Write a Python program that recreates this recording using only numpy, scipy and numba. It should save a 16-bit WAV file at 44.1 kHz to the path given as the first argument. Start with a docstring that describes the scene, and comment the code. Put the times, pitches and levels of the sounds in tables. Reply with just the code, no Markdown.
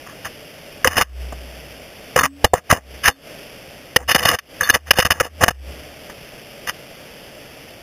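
"""A steady outdoor hiss comes first, soon joined by steel ice tools that skid, bite and scrape on rock.
They are heard through the shaft of a tool that carries the camera: stick-slip snaps excite resonances of
steel and shaft, while clinks, knocks, sways, pings and twangs are freely decaying sine vibrations.
The recorder overloads on loud blows and ducks the hiss after them; its held coarse samples add a gritty fizz."""
import sys
import numpy as np
from scipy import signal
from scipy.fft import rfft, irfft, next_fast_len
from scipy.io import wavfile
from scipy.ndimage import uniform_filter1d
from numba import njit

SR = 44100
rng = np.random.default_rng(int(sys.argv[2]) if len(sys.argv) > 2 else 0)


def pcm_store(signal):
    """Save signal as 16-bit PCM."""
    levels = np.round(np.clip(np.atleast_2d(signal), -1, 1) * 32767)
    wavfile.write(sys.argv[1], SR, levels.astype(np.int16).T)


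N = 344862


def gain_of(db):
    """Logarithmic level: decibels to an amplitude ratio."""
    return 10 ** (np.asarray(db) / 20)


def evened(x):
    """Normalisation of power: scales a signal to rms 1."""
    return x / np.sqrt(np.mean(x ** 2) + 1e-20)


def add(mix, s, sound):
    """Linear superposition: adds a sound into the mix, in place, from time s."""
    part = mix[max(round(s * SR), 0):][:len(sound)]
    part += sound[:len(part)]


def hiss():
    """Stationary noise: white noise shaped by a fixed spectrum, its level wavering slightly."""
    # spectrum of the outdoor hiss: f/Hz, relative level per Hz/dB
    spectrum = [(15, -19), (25, -8.5), (59, -6), (119, -4.5), (151, -1), (182, -5.5), (296, -4), (358, -7),
                (433, -3), (482, -4), (595, 0), (988, -16), (2840, -7.5), (3290, -10), (3900, -18.5),
                (5070, -60.5), (8580, -120)]
    level_db, waver_db, waver_samples = -39.58, 0.6, SR // 5
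    hz = np.fft.rfftfreq(N, 1 / SR)
    points_hz, points_db = np.transpose(spectrum)
    shape_db = np.interp(np.log(hz + 1), np.log(points_hz), points_db)
    noise = irfft(rfft(rng.standard_normal(N)) * gain_of(shape_db), N)
    waver = evened(uniform_filter1d(rng.standard_normal(N), waver_samples))
    return gain_of(level_db + waver_db * waver) * evened(noise)


def contact(t, rise, length, release_db_per_s, unloaded_db=30, rattle_db=-33, rattle_db_per_s=350):
    """Contact force in dB: it loads up to 0 dB, holds until time length, lets go and rattles on faintly."""
    since = t - length
    loading = unloaded_db * (t / rise - 1)
    release = -release_db_per_s * since
    rattle = rattle_db - rattle_db_per_s * since
    letting_go = np.maximum(release, rattle)
    return np.minimum(np.minimum(loading, letting_go), 0)


def skids(t):
    """Sliding friction under changing pressure, with chatter; yields (s, grit dB, thud dB, sharpness)."""
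    # skids over the rock: t/s when loaded, length/s, grit level at start/dB, at end/dB (before the
    # grit offset), thud level above those/dB (before the thud offset), edge sharpness/(dB per octave)
    skid_table = [(0.064, 0.065, -41, -44, -5, -7), (0.249, 0.02, -25.5, -26, -6.5, 0.5),
                  (0.864, 0.107, -6.5, -12.5, -3, -1), (0.969, 0.051, 6, 2, -3.5, 1),
                  (2.177, 0.028, 1, -2, -2.5, -5.5), (2.234, 0.023, 6.5, 6.5, -5.5, -3.5),
                  (2.452, 0.01, 5, -5.5, 2, 1), (2.552, 0.036, -6.5, -14, 1, -3.5),
                  (2.703, 0.032, -7.5, 3.5, 1, -1), (2.744, 0.037, -7, -13.5, 5.5, -3.5),
                  (3.036, 0.042, -26, 15, -14, 3), (3.088, 0.03, 7, -21, 2, 3),
                  (3.985, 0.053, -16.5, -28, 6.5, -4), (4.087, 0.031, -1.5, 12.5, -9.5, 4.5),
                  (4.181, 0.083, -7.5, -0.5, -3, 1), (4.26, 0.089, 4.5, 4.5, -2.5, 0.5),
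                  (4.612, 0.09, -13, -15.5, -7.5, -1), (4.726, 0.033, -13, 5.5, -1, 1),
                  (4.864, 0.021, -30, -26, -4, 1), (4.95, 0.028, -21, 3, -10, 1),
                  (5.063, 0.015, 7.5, -9.5, -2, 3), (5.128, 0.058, -14, -19.5, 1, -1),
                  (5.228, 0.042, -12, -16, 2.5, 0), (5.41, 0.029, -23, 3, 0, -3),
                  (5.463, 0.012, -7.5, -10.5, 8, -3), (6.674, 0.025, -26, -17.5, -8, 4)]
    grit_offset_db, thud_offset_db = 0.53, -1.94
    rise_s, release_db_per_s = 0.01, 1201
    hop_s, chatter_db = 0.021, 2  # the tool catches again at this interval and eases by this much in between
    sliding = t - rise_s
    chatter = chatter_db * (sliding / hop_s % 1)
    for s, length, start_db, end_db, weight_db, sharpness in skid_table:
        pressure = np.interp(sliding, [0, length], [start_db, end_db]) - chatter
        force = pressure + contact(t, rise_s, rise_s + length, release_db_per_s)
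        yield s - rise_s, force + grit_offset_db, force + weight_db + thud_offset_db, sharpness


def bites(t):
    """Impulsive contact: one brief force shape for every bite; yields (s, grit dB, thud dB, sharpness)."""
    # the steel catches in one short clack: t/s, grit level before the offset/dB, thud level/dB,
    # edge sharpness/(dB per octave)
    bite_table = [(0.8448, -3, -13.5, -4), (0.8714, 8, 2, 4), (0.9784, 11, 10, 5), (1.008, 8.5, 5, -6),
                  (1.017, 7.5, -1, 3), (1.321, -40, -24.5, 2), (2.1593, -4, -7.5, -2),
                  (2.187, 10.5, -2, -5), (2.2077, 5.5, 4, -10), (2.4423, -1.5, 2, 1), (2.534, 1, 13, 2.5),
                  (2.71, 10, -2, -5), (2.7233, 0.5, 15, 4), (3.0758, 13.5, 5, -2), (3.9603, 1, -5.5, 5),
                  (4.145, 10.5, 11, 8), (4.1561, 11.5, 3, 0), (4.187, 3, -8, 5), (4.228, -2, -15, 10),
                  (4.25, 12.5, 11.5, 5.5), (4.2867, 6.5, 0, 6), (4.385, -7, -30, 7.5),
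                  (4.697, 11.5, 5.5, 3), (4.7398, 12, 3, 4), (4.9068, 10.5, 3, 4.5), (4.9316, -6, -8, 4),
                  (4.984, 8, 13.5, 5.5), (4.9985, 7, -16, 7), (5.0217, 3, -5, 3.5), (5.0477, 10, 7, 5),
                  (5.1028, 10.5, 6, 0.5), (5.114, 5.5, 3.5, 5.5), (5.1988, 4.5, -16, 1), (5.2052, 6, 9, -4),
                  (5.246, -8.5, -19, 4.5), (5.4343, 11, 7, -0.5), (5.4787, 11.5, 9.5, 2.5),
                  (5.504, -8.5, -6, -1), (6.095, -35, -34.5, 1)]
    grit_offset_db = 1.5
    force = contact(t, rise=0.0027, length=0.0084, release_db_per_s=2496)
    for s, grit_db, thud_db, sharpness in bite_table:
        yield s, force + grit_db + grit_offset_db, force + thud_db, sharpness


def slips(per_s, spread_db, bunch_db):
    """Stick-slip friction: tiny snaps of uneven size, bunched as steel jumps over the grains of the rock."""
    bunching = evened(uniform_filter1d(rng.standard_normal(N), size=160))
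    spread = rng.standard_normal(N)
    size = gain_of(spread_db * np.clip(spread, -2, 2) + bunch_db * np.clip(bunching, -2, 2))
    sign = rng.choice([-1, 1], N)
    happens = rng.random(N) < per_s / SR
    return evened(size * sign * happens)


def ring(x, modes):
    """Modal resonance: shares a force among steep-sided peaks, one row per mode, their sum at rms 1."""
    size = next_fast_len(N)
    hz = np.fft.rfftfreq(size, 1 / SR)
    power = []
    for centre, width, db in modes:
        detuning = 2 * (hz - centre) / width
        power.append(gain_of(db) ** 2 / (1 + detuning ** 2) ** 2)
    power = np.array(power)
    # each mode takes its share of the summed response
    parts = irfft(rfft(x, size) * power / np.sqrt(power.sum(0)), size)[:, :N]
    return parts / np.std(parts.sum(0))


def scraping():
    """Forced resonance: contact snaps ring the steel and thump the shaft; overlapping contacts add in power."""
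    # modes of the scraping steel: f/Hz, width/Hz, relative level/dB
    steel_modes = [(1149, 212, 4.5), (1290, 180, 0), (1702, 336, 5), (1935, 330, 2), (2490, 340, -4),
                   (2888, 230, 3.5), (3593, 240, -8.5)]
    # modes of the shaft under a blow: f/Hz, width/Hz, relative level/dB
    shaft_modes = [(83, 28, 5), (169, 240, -2.5), (298, 98, -16), (503.6, 53, 5), (703, 505, 0.5),
                   (720, 51, -1)]
    pivot_hz = 1750  # sharpness tilts the steel modes about this frequency
    t = np.arange(SR // 5) / SR
    grit_power, thud_power = np.zeros((len(steel_modes), N)), np.zeros(N)
    octaves = np.log2(np.array(steel_modes)[:, 0] / pivot_hz)
    for s, grit_db, thud_db, sharpness in [*skids(t), *bites(t)]:
        add(thud_power, s, gain_of(thud_db) ** 2)
        for mode_power, octave in zip(grit_power, octaves):
            # a sharp edge favours the high modes
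            add(mode_power, s, gain_of(grit_db + sharpness * octave) ** 2)
    steel = np.sqrt(grit_power) * ring(slips(per_s=3000, spread_db=2.5, bunch_db=2.5), steel_modes)
    shaft = np.sqrt(thud_power) * ring(slips(per_s=3800, spread_db=2.0, bunch_db=3.0), shaft_modes)
    return steel.sum(0) + shaft.sum(0)


def tone(hz, db, t60, rise, drift=0):
    """Free damped vibration: a sine of rms level db, dying 60 dB in t60 s, its pitch drifting in Hz per s."""
    t = np.arange(int(t60 * SR)) / SR
    decay = np.sqrt(2) * gain_of(db - 60 * t / t60)
    onset = 1 - np.exp(-t / rise)
    cycles = (hz + drift * t / 2) * t
    return decay * onset * np.sin(2 * np.pi * cycles)


def clinks():
    """Free vibration of the steel after light, clean taps, as when the pick hops down the rock."""
    # taps: t/s, level/dB
    clink_table = [(0.8453, 1), (4.609, -0.5), (4.631, 0), (4.654, -4), (4.673, -3.5), (4.691, 10),
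                   (4.698, 20.5), (5.021, 10)]
    out = np.zeros(N)
    for s, db in clink_table:
        add(out, s, tone(1694, db, t60=0.026, rise=0.0011))
    return out


def knocks():
    """Heavily damped vibration: square blows give the shaft a hollow knock."""
    # square blows: t/s, level/dB
    knock_table = [(0.854, 8), (2.162, 3), (2.446, 4.5), (2.536, 18.5), (2.728, 8), (3.966, -2.5),
                   (4.989, 15.5)]
    out = np.zeros(N)
    for s, db in knock_table:
        add(out, s, tone(506, db, t60=0.05, rise=0.0033))
    return out


def sways():
    """Free bending vibration: the shaft springs back and hums, its pitch set by grip and load, then sagging."""
    # releases of the shaft: t/s, f/Hz, level/dB, t60/s
    sway_table = [(0.862, 82, -7, 0.36), (.98, 63, -18.5, 1.5), (2.19, 78, -18.5, 0.55),
                  (2.442, 77, 9, 0.067), (2.461, 78, -18.5, 0.38), (2.739, 65.5, -29, 1.1),
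                  (3.969, 66.3, -16.5, 0.8), (4.15, 76, -6, 0.34), (4.74, 74.7, -24, 1.4),
                  (4.918, 78.5, -17.5, 1.7), (5.207, 66.7, -35, 0.75), (5.479, 66.3, -12.5, 0.6)]
    out = np.zeros(N)
    for s, hz, db, t60 in sway_table:
        add(out, s, tone(hz, db, t60, rise=0.0098, drift=-2.6))
    return out


def pings():
    """Free vibration at high pitch: the pick slips free and rings thinly."""
    # slips of the pick: t/s, level/dB
    ping_table = [(2.195, -5.5), (2.452, -18.5), (3.08, -9), (4.122, -10), (4.636, -9.5), (4.70, -6),
                  (4.965, -13)]
    out = np.zeros(N)
    for s, db in ping_table:
        add(out, s, tone(3572, db, t60=0.12, rise=0.001))
    return out


def twangs():
    """A higher bending mode under rising load: its pitch climbs as weight comes onto the tool."""
    # twangs of the shaft: t/s, level/dB
    twang_table = [(2.221, -6), (3.091, -24), (3.969, -28)]
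    out = np.zeros(N)
    for s, db in twang_table:
        add(out, s, tone(265, db, t60=0.32, rise=0.0088, drift=125))
    return out


def scene():
    """Linear superposition of hiss, scraping and free vibrations in one channel."""
    free_ringing = clinks() + knocks() + sways() + pings() + twangs()
    return (hiss() + scraping() + free_ringing)[None]


@njit
def gain_control(x, threshold, attack, recovery, deepest, hold, ceiling):
    """Feedback compression: clipped output peaks over the threshold pull the gain down; it creeps back."""
    out, peak, cut = np.zeros(len(x)), 0.0, 0.0  # cut is in dB
    for i in range(len(x)):
        ducked = x[i] * 10 ** (-cut / 20)
        out[i] = min(max(ducked, -ceiling), ceiling)
        peak = max(abs(out[i]), peak * hold)
        excess = max(peak - threshold, 0.0)
        cut = min(max(cut + attack * excess - recovery, 0.0), deepest)
    return out


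def record(dry):
    """Sampling and imaging: coarse held samples mirror the sound into the treble, after duck and overload."""
    sample_hz, hold_hz, edge_hz = 8000, 32000, 15600
    threshold, ceiling, deepest_db, peak_hold_s = 0.05, 0.93, 22.5, 0.0094
    attack_db_per_s, recovery_db_per_s = 2050, 135  # attack is per unit of excess amplitude
    # the short resampling window lets some images through
    coarse = signal.resample_poly(dry[0], sample_hz, SR, window=("kaiser", 3))
    hold = np.exp(-1 / (peak_hold_s * sample_hz))
    attack, recovery = attack_db_per_s / sample_hz, recovery_db_per_s / sample_hz
    ducked = gain_control(coarse, threshold, attack, recovery, deepest_db, hold, ceiling)
    held = np.repeat(ducked, hold_hz // sample_hz)
    steps = signal.resample_poly(held, SR, hold_hz)[:N]
    lowpass = signal.firwin(201, edge_hz, window=("kaiser", 10), fs=SR)
    return signal.oaconvolve(steps, lowpass, "same")[None]


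dry = scene()
out = record(dry)
pcm_store(out)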